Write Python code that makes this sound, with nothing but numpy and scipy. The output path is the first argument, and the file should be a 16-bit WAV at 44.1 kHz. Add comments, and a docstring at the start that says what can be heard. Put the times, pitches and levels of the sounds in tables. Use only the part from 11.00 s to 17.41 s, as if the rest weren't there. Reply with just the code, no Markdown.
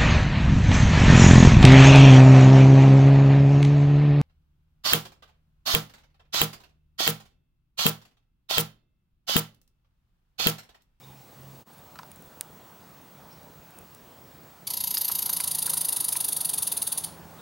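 """Under the trees, a squirrel rattles off some sixty sharp notes that slow down at the end.
Each note is a tiny falling squeak and a dozen voice pulses, scattered back by leaves and trunks.
Twigs tick and small knocks sound close by, before and during the call. Behind them are soft outdoor
air, a far engine, faint birds and the thin whine of a camera. Early on, the level dips briefly."""
import sys
import numpy as np
from scipy import signal
from scipy.fft import rfft, irfft
from scipy.io import wavfile
from scipy.ndimage import uniform_filter1d

SR = 44100
rng = np.random.default_rng(int(sys.argv[2]) if len(sys.argv) > 2 else 0)


def unload_wav(signal):
    """Save mono or channel-first audio to the path in sys.argv[1] as 16-bit WAV at rate SR, clipped to [-1, 1]."""
    wavfile.write(
        sys.argv[1],
        SR,
        np.round(np.clip(np.atleast_2d(signal).T, -1, 1) * 32767).astype(np.int16),
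    )


N = 282681
TIME = np.arange(N) / SR

# the voice starts tense and bright, then relaxes: (time [s], effort [dB], pitch [Hz], brightness [dB])
VOICE = [(3.67, -30, 1147, 5), (3.7, -27.5, 976, 5.5), (3.81, -26.5, 959, 9), (4.08, -24.5, 949, 9.5),
         (4.32, -25.3, 951, 5.5), (4.4, -26, 966, -2), (4.75, -23.6, 956, -2.5), (5.2, -24, 906, -2.5),
         (5.97, -25, 896, -5.7), (6.04, -28.5, 755, -5)]
# the rattle slows down: (time [s], pace [notes per second])
PACE = [(3.67, 31.01), (3.73, 29.5), (4.85, 26.19), (5.03, 24.71), (5.2, 25.22), (5.55, 22.67),
        (5.72, 19.77), (5.87, 19.79), (5.98, 15.85)]


def squirrel(start_s=3.6698, end_s=6.06):
    """The squirrel calls note after note, each a little different by chance."""
    out, s = np.zeros(N), start_s
    while s < end_s:
        effort_db, pitch_hz, bright_db = follow(VOICE, s)
        louder, higher, brighter = rng.standard_normal(3)
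        age = s - start_s
        sound = note(pitch_hz * (1 + .02 * higher), bright_db + .5 * brighter,
                     squeak_db=-.4 * bright_db,  # a relaxed throat squeaks more
                     chest_db=-31 - age - effort_db,  # ignores effort, fades 1 dB a second
                     length_s=.012 + .00065 * age)
        add(out, s - .0038, gain_of(effort_db + .6 * louder) * sound)  # the squeak comes just ahead
        s += 1 / follow(PACE, s)[0]
    return out


# the lower part of the voice: (frequency [Hz], gain [dB])
CHEST_TONE = [(500, -42), (780, -5), (920, -5), (1350, -23), (1950, -12.5), (2400, -12), (2900, -6),
              (4000, -1), (4600, 4.5), (5600, -3.5), (6400, 1.5), (7400, -7.5), (9000, -17.5), (16000, -42)]
# the upper part of the voice: (frequency [Hz], gain [dB])
THROAT_TONE = [(3000, -41.5), (7000, -40), (8300, -15.5), (9100, -6.5), (9900, 1), (10600, -3.5),
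               (11300, -1.5), (12200, 0), (13300, -3), (13900, -15.5), (16000, -16)]


def note(pitch_hz, bright_db, squeak_db, chest_db, length_s, jitter=.024, flutter_db=1.6, size=2048):
    """A falling squeak breaks into a short run of pulses that slow as the mouth closes."""
    t, hz = np.arange(size) / SR, np.fft.rfftfreq(size, 1 / SR)
    later, louder = rng.standard_normal((2, 24))
    progress = np.minimum(np.arange(24) / (pitch_hz * length_s), 1)
    fall = .2715 * (1 + .16 * rng.standard_normal())  # no two notes drop alike
    pulse_hz = pitch_hz * np.exp(-fall * (progress - .42))
    pulse_s = .0035 + np.cumsum((1 + jitter * later) / pulse_hz)
    age = (pulse_s - pulse_s[0]) / length_s  # pulses past 1 are silent
    push = np.interp(age, [0, .2, .55, .8, 1], [.3, .62, .78, .53, .31], right=0)
    push *= gain_of(flutter_db * louder)
    delays = np.exp(-2j * np.pi * hz[:, None] * pulse_s)  # puts each pulse at its time
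    rasp = .09 * np.interp(t, pulse_s, push, left=0) * rng.standard_normal(size)
    top_band = np.exp(-((hz - 12250) / 1550) ** 4)  # a tense throat rings more up here
    throat = colour(irfft(delays @ push) + rasp, read(THROAT_TONE, hz) + (bright_db - 3.5) * top_band)
    closing = gain_of(-13 * np.clip(age - .25, 0, 1))  # the closing mouth fades only the lower part
    chest = colour(irfft(delays @ (push * closing)) + rasp, read(CHEST_TONE, hz))
    buzz = (unit_rms(throat) + gain_of(chest_db - 3.5) * unit_rms(chest)) * np.sqrt(length_s * SR / size)
    low = gain_of(-12) * squeak(t, .00311, .001, 3745, -420000)
    high = gain_of(-4.5) * squeak(t, .00485, .0018, 9450, -260000)
    return buzz + gain_of(squeak_db) * (low + high)


def squeak(t, middle_s, spread_s, centre_hz, slide_hz_per_s):
    """A clean whistle slides down for a few milliseconds."""
    hz = centre_hz * (1 + .0228 * rng.standard_normal()) + slide_hz_per_s * (t - middle_s)
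    return np.exp(-.5 * ((t - middle_s) / spread_s) ** 2) * np.sin(2 * np.pi * np.cumsum(hz) / SR)


# dry twig ticks: (time [s], peak of the snap [dB])
TWIGS = [(.782, -43), (1.1166, -34), (1.16, -38), (1.224, -38.5), (1.261, -42), (1.41, -13), (2.707, -39),
         (2.788, -32), (2.949, -36.5)]


def twigs(faint_per_s=3, faint_db=-47):
    """Each twig gives a bright snap over duller wood; the smallest tick at random."""
    out = np.zeros(N)
    faint = [(s, faint_db) for s in TIME[rng.random(N) < faint_per_s / SR]]
    for s, db in TWIGS + faint:
        snap = burst(db, centre_hz=9500, octaves=.38, decay_s=.00062)
        wood = burst(db - 12.5, centre_hz=2400, octaves=2.6, decay_s=.0024)
        add(out, s, snap + wood)
    return out


# soft knocks close by: (time [s], peak of the thud [dB], centre [Hz], decay [s])
KNOCKS = [(.957, -38.5, 1200, 0.0079), (.989, -30, 1070, 0.0056), (1.032, -35.5, 990, 0.0031),
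          (4.095, -31, 990, .01), (4.294, -30, 1490, 0.0019), (4.402, -26.5, 2110, 0.0039),
          (4.676, -30, 1470, .0058), (4.734, -34, 1086, .0033), (4.77, -34, 1090, 0.0019),
          (5.1553, -26, 1800, .0013)]


def knocks():
    """Each knock is a dull thud with a small contact click and a hollow ring."""
    out = np.zeros(N)
    for s, db, centre_hz, decay_s in KNOCKS:
        thud = burst(db, centre_hz, octaves=.58, decay_s=decay_s)
        click = burst(db - 7, centre_hz=4700, octaves=.34, decay_s=.0026)
        hollow = burst(db - 7, centre_hz=980, octaves=.2, decay_s=.006)
        add(out, s, thud + click + hollow)
    return out


def clink(at_s=3.971, db=-15):
    """One harder knock rings briefly over a duller body."""
    out = np.zeros(N)
    ring = burst(db, centre_hz=4820, octaves=.16, decay_s=.0022)
    body = burst(db - 12, centre_hz=1740, octaves=1.1, decay_s=.0022)
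    add(out, at_s, ring + body)
    return out


def burst(db, centre_hz, octaves, decay_s, size=2048):
    """A snap and a short crumble of noise ring around one frequency, peaking at db."""
    t, hz = np.arange(size) / SR, np.fft.rfftfreq(size, 1 / SR)
    crumble = rng.standard_normal(size) * np.exp(-t / decay_s) + 2 * (t == 0)
    ring_db = -14 * np.log10(1 + (np.log2((hz + 1) / centre_hz) / octaves * 2) ** 2)
    bass_cut_db = -10 * np.log10(1 + (680 / (hz + 20)) ** 6)
    sound = colour(crumble, ring_db + bass_cut_db)
    return gain_of(db) * sound / abs(sound).max()


# how long the far echo lasts: (frequency [Hz], time to fade by 60 dB [s])
ECHO_FADE = [(500, 0.047), (3000, 0.44), (10000, .32), (15000, 0.2)]
# the tone of the far echo: (frequency [Hz], gain [dB])
ECHO_TONE = [(1000, 5.5), (4500, 0), (7000, 2), (9900, -2), (11500, 2.5), (13000, -4), (15000, -9)]


def tree_echoes(x, near_db=-11, near_decay_s=.02, far_db=-10, width=.17):
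    """Nearby twigs scatter the sound at once; leaves and trunks further off give a thin tail."""
    t = np.arange(SR // 2) / SR
    shape = (2, 2, len(t))
    near, far = rng.standard_normal(shape) * (rng.random(shape) < .08) * (t > .0004)
    near = near * np.exp(-t / near_decay_s)
    hz, age, spectrum = signal.stft(far * (t > .005), SR, nperseg=256)
    tail_db = read(ECHO_TONE, hz)[:, None] - 60 * age / read(ECHO_FADE, hz)[:, None]
    far = signal.istft(spectrum * gain_of(tail_db), SR, nperseg=256)[1][:, :len(t)]
    echo = gain_of(near_db) * near / np.linalg.norm(near[0])
    echo += gain_of(far_db) * far / np.linalg.norm(far[0])
    mid, side = signal.fftconvolve(x[None], echo, axes=1)[:, :N]
    return np.array([mid + width * side, mid - width * side])


# the tone of the outdoor air: (frequency [Hz], gain [dB])
AIR_TONE = [(20, -41), (35, -39), (55, -23.5), (75, -8.5), (110, -1), (170, -2), (280, -6.5), (400, -8.5),
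            (900, -8.5), (1400, -14.5), (2000, -20.5), (4000, -22.5), (8000, -25.5), (15000, -29.5)]
# the air changes abruptly at the dip, then swells from about 4 s:
# (time [s], low roar [relative dB], rustle [relative dB])
AIR_SWELL = [(0, -8, -6), (.6, -3, -6.5), (.7, .7, 1.3), (3.75, 1.7, 0.5), (4.4, 4.5, 6.5),
             (6.41, 5.5, 6.5)]
# how alike the two ears hear the air: (frequency [Hz], likeness [0 to 1])
LIKENESS = [(30, 0.35), (70, 0.59), (150, 0.97), (300, 0.87), (600, 0.91), (2000, 1), (15000, 0.87)]
# the rumble leans right: (frequency [Hz], gain added on the left and taken off the right [dB])
LEAN = [(30, 7), (70, -4.5), (150, -0.5), (300, 0)]


def air(calm_db=-53, patchy_db=1.5):
    """The outdoor air is a hush whose low roar and leafy rustle grow louder."""
    frames, hz = N // 256 + 5, np.fft.rfftfreq(1024, 1 / SR)
    a, b, c, d, patches = rng.standard_normal((5, frames, len(hz)))
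    patches = unit_rms(uniform_filter1d(uniform_filter1d(patches, 14, axis=0), 8, axis=1))
    alike, lean = read(LIKENESS, hz), gain_of(read(LEAN, hz))
    left = a + 1j * b
    right = alike * left + np.sqrt(1 - alike ** 2) * (c + 1j * d)
    spectrum = np.array([left * lean, right / lean]) * gain_of(read(AIR_TONE, hz) + patchy_db * patches)
    roar_db, rustle_db = follow(AIR_SWELL, np.arange(frames)[:, None] * 256 / SR)
    roar_share = read([(300, .75), (700, .1)], hz)
    rustle_share = read([(300, .05), (700, .71), (1400, 1), (2500, .43), (9000, .43)], hz)
    swell = gain_of(roar_db * roar_share + rustle_db * rustle_share)
    calm, swelling = (signal.istft(z.swapaxes(1, 2), nperseg=1024, noverlap=768)[1][:, :N]
                      for z in (spectrum, spectrum * swell))
    return gain_of(calm_db) * swelling / calm.std()


# the engine picks up speed: (time [s], firing rate [Hz])
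ENGINE_SPEED = [(0, 67.3), (.6, 68.3), (.8, 74.64), (2.4, 80.03), (4.6, 81.6), (6.41, 83.14)]
# its drone swells and sinks: (time of the top [s], length [s], top level [relative dB])
ENGINE_SWELLS = [(0.103, .28, -50), (0.475, .28, -48), (1.05, .4, -57), (2.45, 0.63, -57.5),
                 (4.65, 0.58, -51.5), (5.45, 0.53, -54.5), (6.22, 0.58, -51.5)]
# its tone through the trees: (frequency [Hz], gain [dB])
ENGINE_TONE = [(65, -19), (80, -7), (135, 1.5), (165, 1), (203, -10), (245, -15), (330, -22)]


def engine(floor_db=-65):
    """A far engine drones at its wavering firing rate and three overtones."""
    hz = follow(ENGINE_SPEED, TIME)[0]
    firings = np.cumsum(hz * (1 + .005 * wander(90))) / SR
    level = gain_of(floor_db)
    for s, length_s, db in ENGINE_SWELLS:
        level = np.maximum(level, gain_of(db) * (1 - (2 * (TIME - s) / length_s) ** 2))
    tones = (gain_of(read(ENGINE_TONE, k * hz)) * np.sin(2 * np.pi * k * firings) for k in (1, 2, 3, 4))
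    return level * sum(tones)


# bird calls: (time [s], level [relative dB], start pitch [Hz], end pitch [Hz], length [s])
BIRDS = [(.008, -50, 3960, 3550, 0.022), (.155, -65, 5750, 5500, .03), (2.287, -57, 5870, 5300, 0.051),
         (2.651, -65, 2620, 2540, 0.16), (3.0, -69, 3180, 3170, 0.27), (6.372, -51, 3900, 3360, 0.019)]


def birds(waver=.045):
    """Far birds give thin, wavering whistles."""
    out = np.zeros(N)
    for s, db, start_hz, end_hz, length_s in BIRDS:
        count = int(length_s * SR)
        wobble = unit_rms(uniform_filter1d(rng.standard_normal(count), size=120))
        hz = np.linspace(start_hz, end_hz, count) * (1 + waver * wobble)
        add(out, s, gain_of(db) * np.hanning(count) * np.sin(2 * np.pi * np.cumsum(hz) / SR))
    return out


# the high tones of the camera's electronics: (frequency [Hz], average level [dB])
WHINE = [(15735, -57), (13250, -78)]


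def camera_whine(flutter_db=1.5):
    """Two thin, steady high tones, with a slight flutter added to their level."""
    tones = sum(np.sqrt(2) * gain_of(db) * np.sin(2 * np.pi * hz * TIME) for hz, db in WHINE)
    return gain_of(flutter_db * wander(200)) * tones


def gain_of(db):
    """Turns decibels into a multiplier."""
    return 10 ** (np.asarray(db) / 20)


def unit_rms(x):
    """Scales a signal to an average strength (rms) of 1."""
    return x / np.sqrt(np.mean(x ** 2) + 1e-20)


def wander(count):
    """A wavy line through count random points."""
    return np.interp(TIME, np.linspace(0, TIME[-1], count), rng.standard_normal(count))


def read(points, hz):
    """Looks up a frequency table at hz, with octaves evenly spaced."""
    f, value = np.transpose(points)
    return np.interp(np.log(hz + 1), np.log(f + 1), value)


def follow(rows, t):
    """Looks up each column of a time table at t."""
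    s, *columns = np.transpose(rows)
    return [np.interp(t, s, c) for c in columns]


def add(mix, s, sound):
    """Mixes a sound in at s seconds."""
    part = mix[max(round(s * SR), 0):][:len(sound)]
    part += sound[:len(part)]


def colour(x, db):
    """Turns each frequency of x up or down by db, ringing only after each pulse."""
    log_gain = np.log(gain_of(np.concatenate([db, db[-2:0:-1]])))
    return irfft(rfft(x) * np.exp(np.conj(signal.hilbert(log_gain)))[:len(db)])


DIP_S, DIP_WIDTH_S, DIP_DB = .646, .018, -21.5


def scene():
    """The squirrel is straight ahead, the taps are close, and the birds are heard only as echoes."""
    call, taps = squirrel(), twigs() + knocks() + clink()
    echoes = tree_echoes(call + gain_of(-17.5) * taps + gain_of(8) * birds())
    hush = air() * gain_of(5 * (TIME < DIP_S))  # turned up before the dip
    engine_pan = gain_of([[-2.5], [1.5]])  # toward the right
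    return call + taps + echoes + camera_whine() + hush + engine() * engine_pan


def record(dry, cutoff_hz=15950):
    """The level dips once, briefly, and the very highest treble is cut off."""
    dipped = dry * gain_of(DIP_DB * np.exp(-((TIME - DIP_S) / DIP_WIDTH_S) ** 2))
    lowpass = signal.firwin(767, cutoff_hz, window=("kaiser", 9), fs=SR)
    return signal.oaconvolve(dipped, lowpass[None], "same")


dry = scene()
out = record(dry)
unload_wav(out)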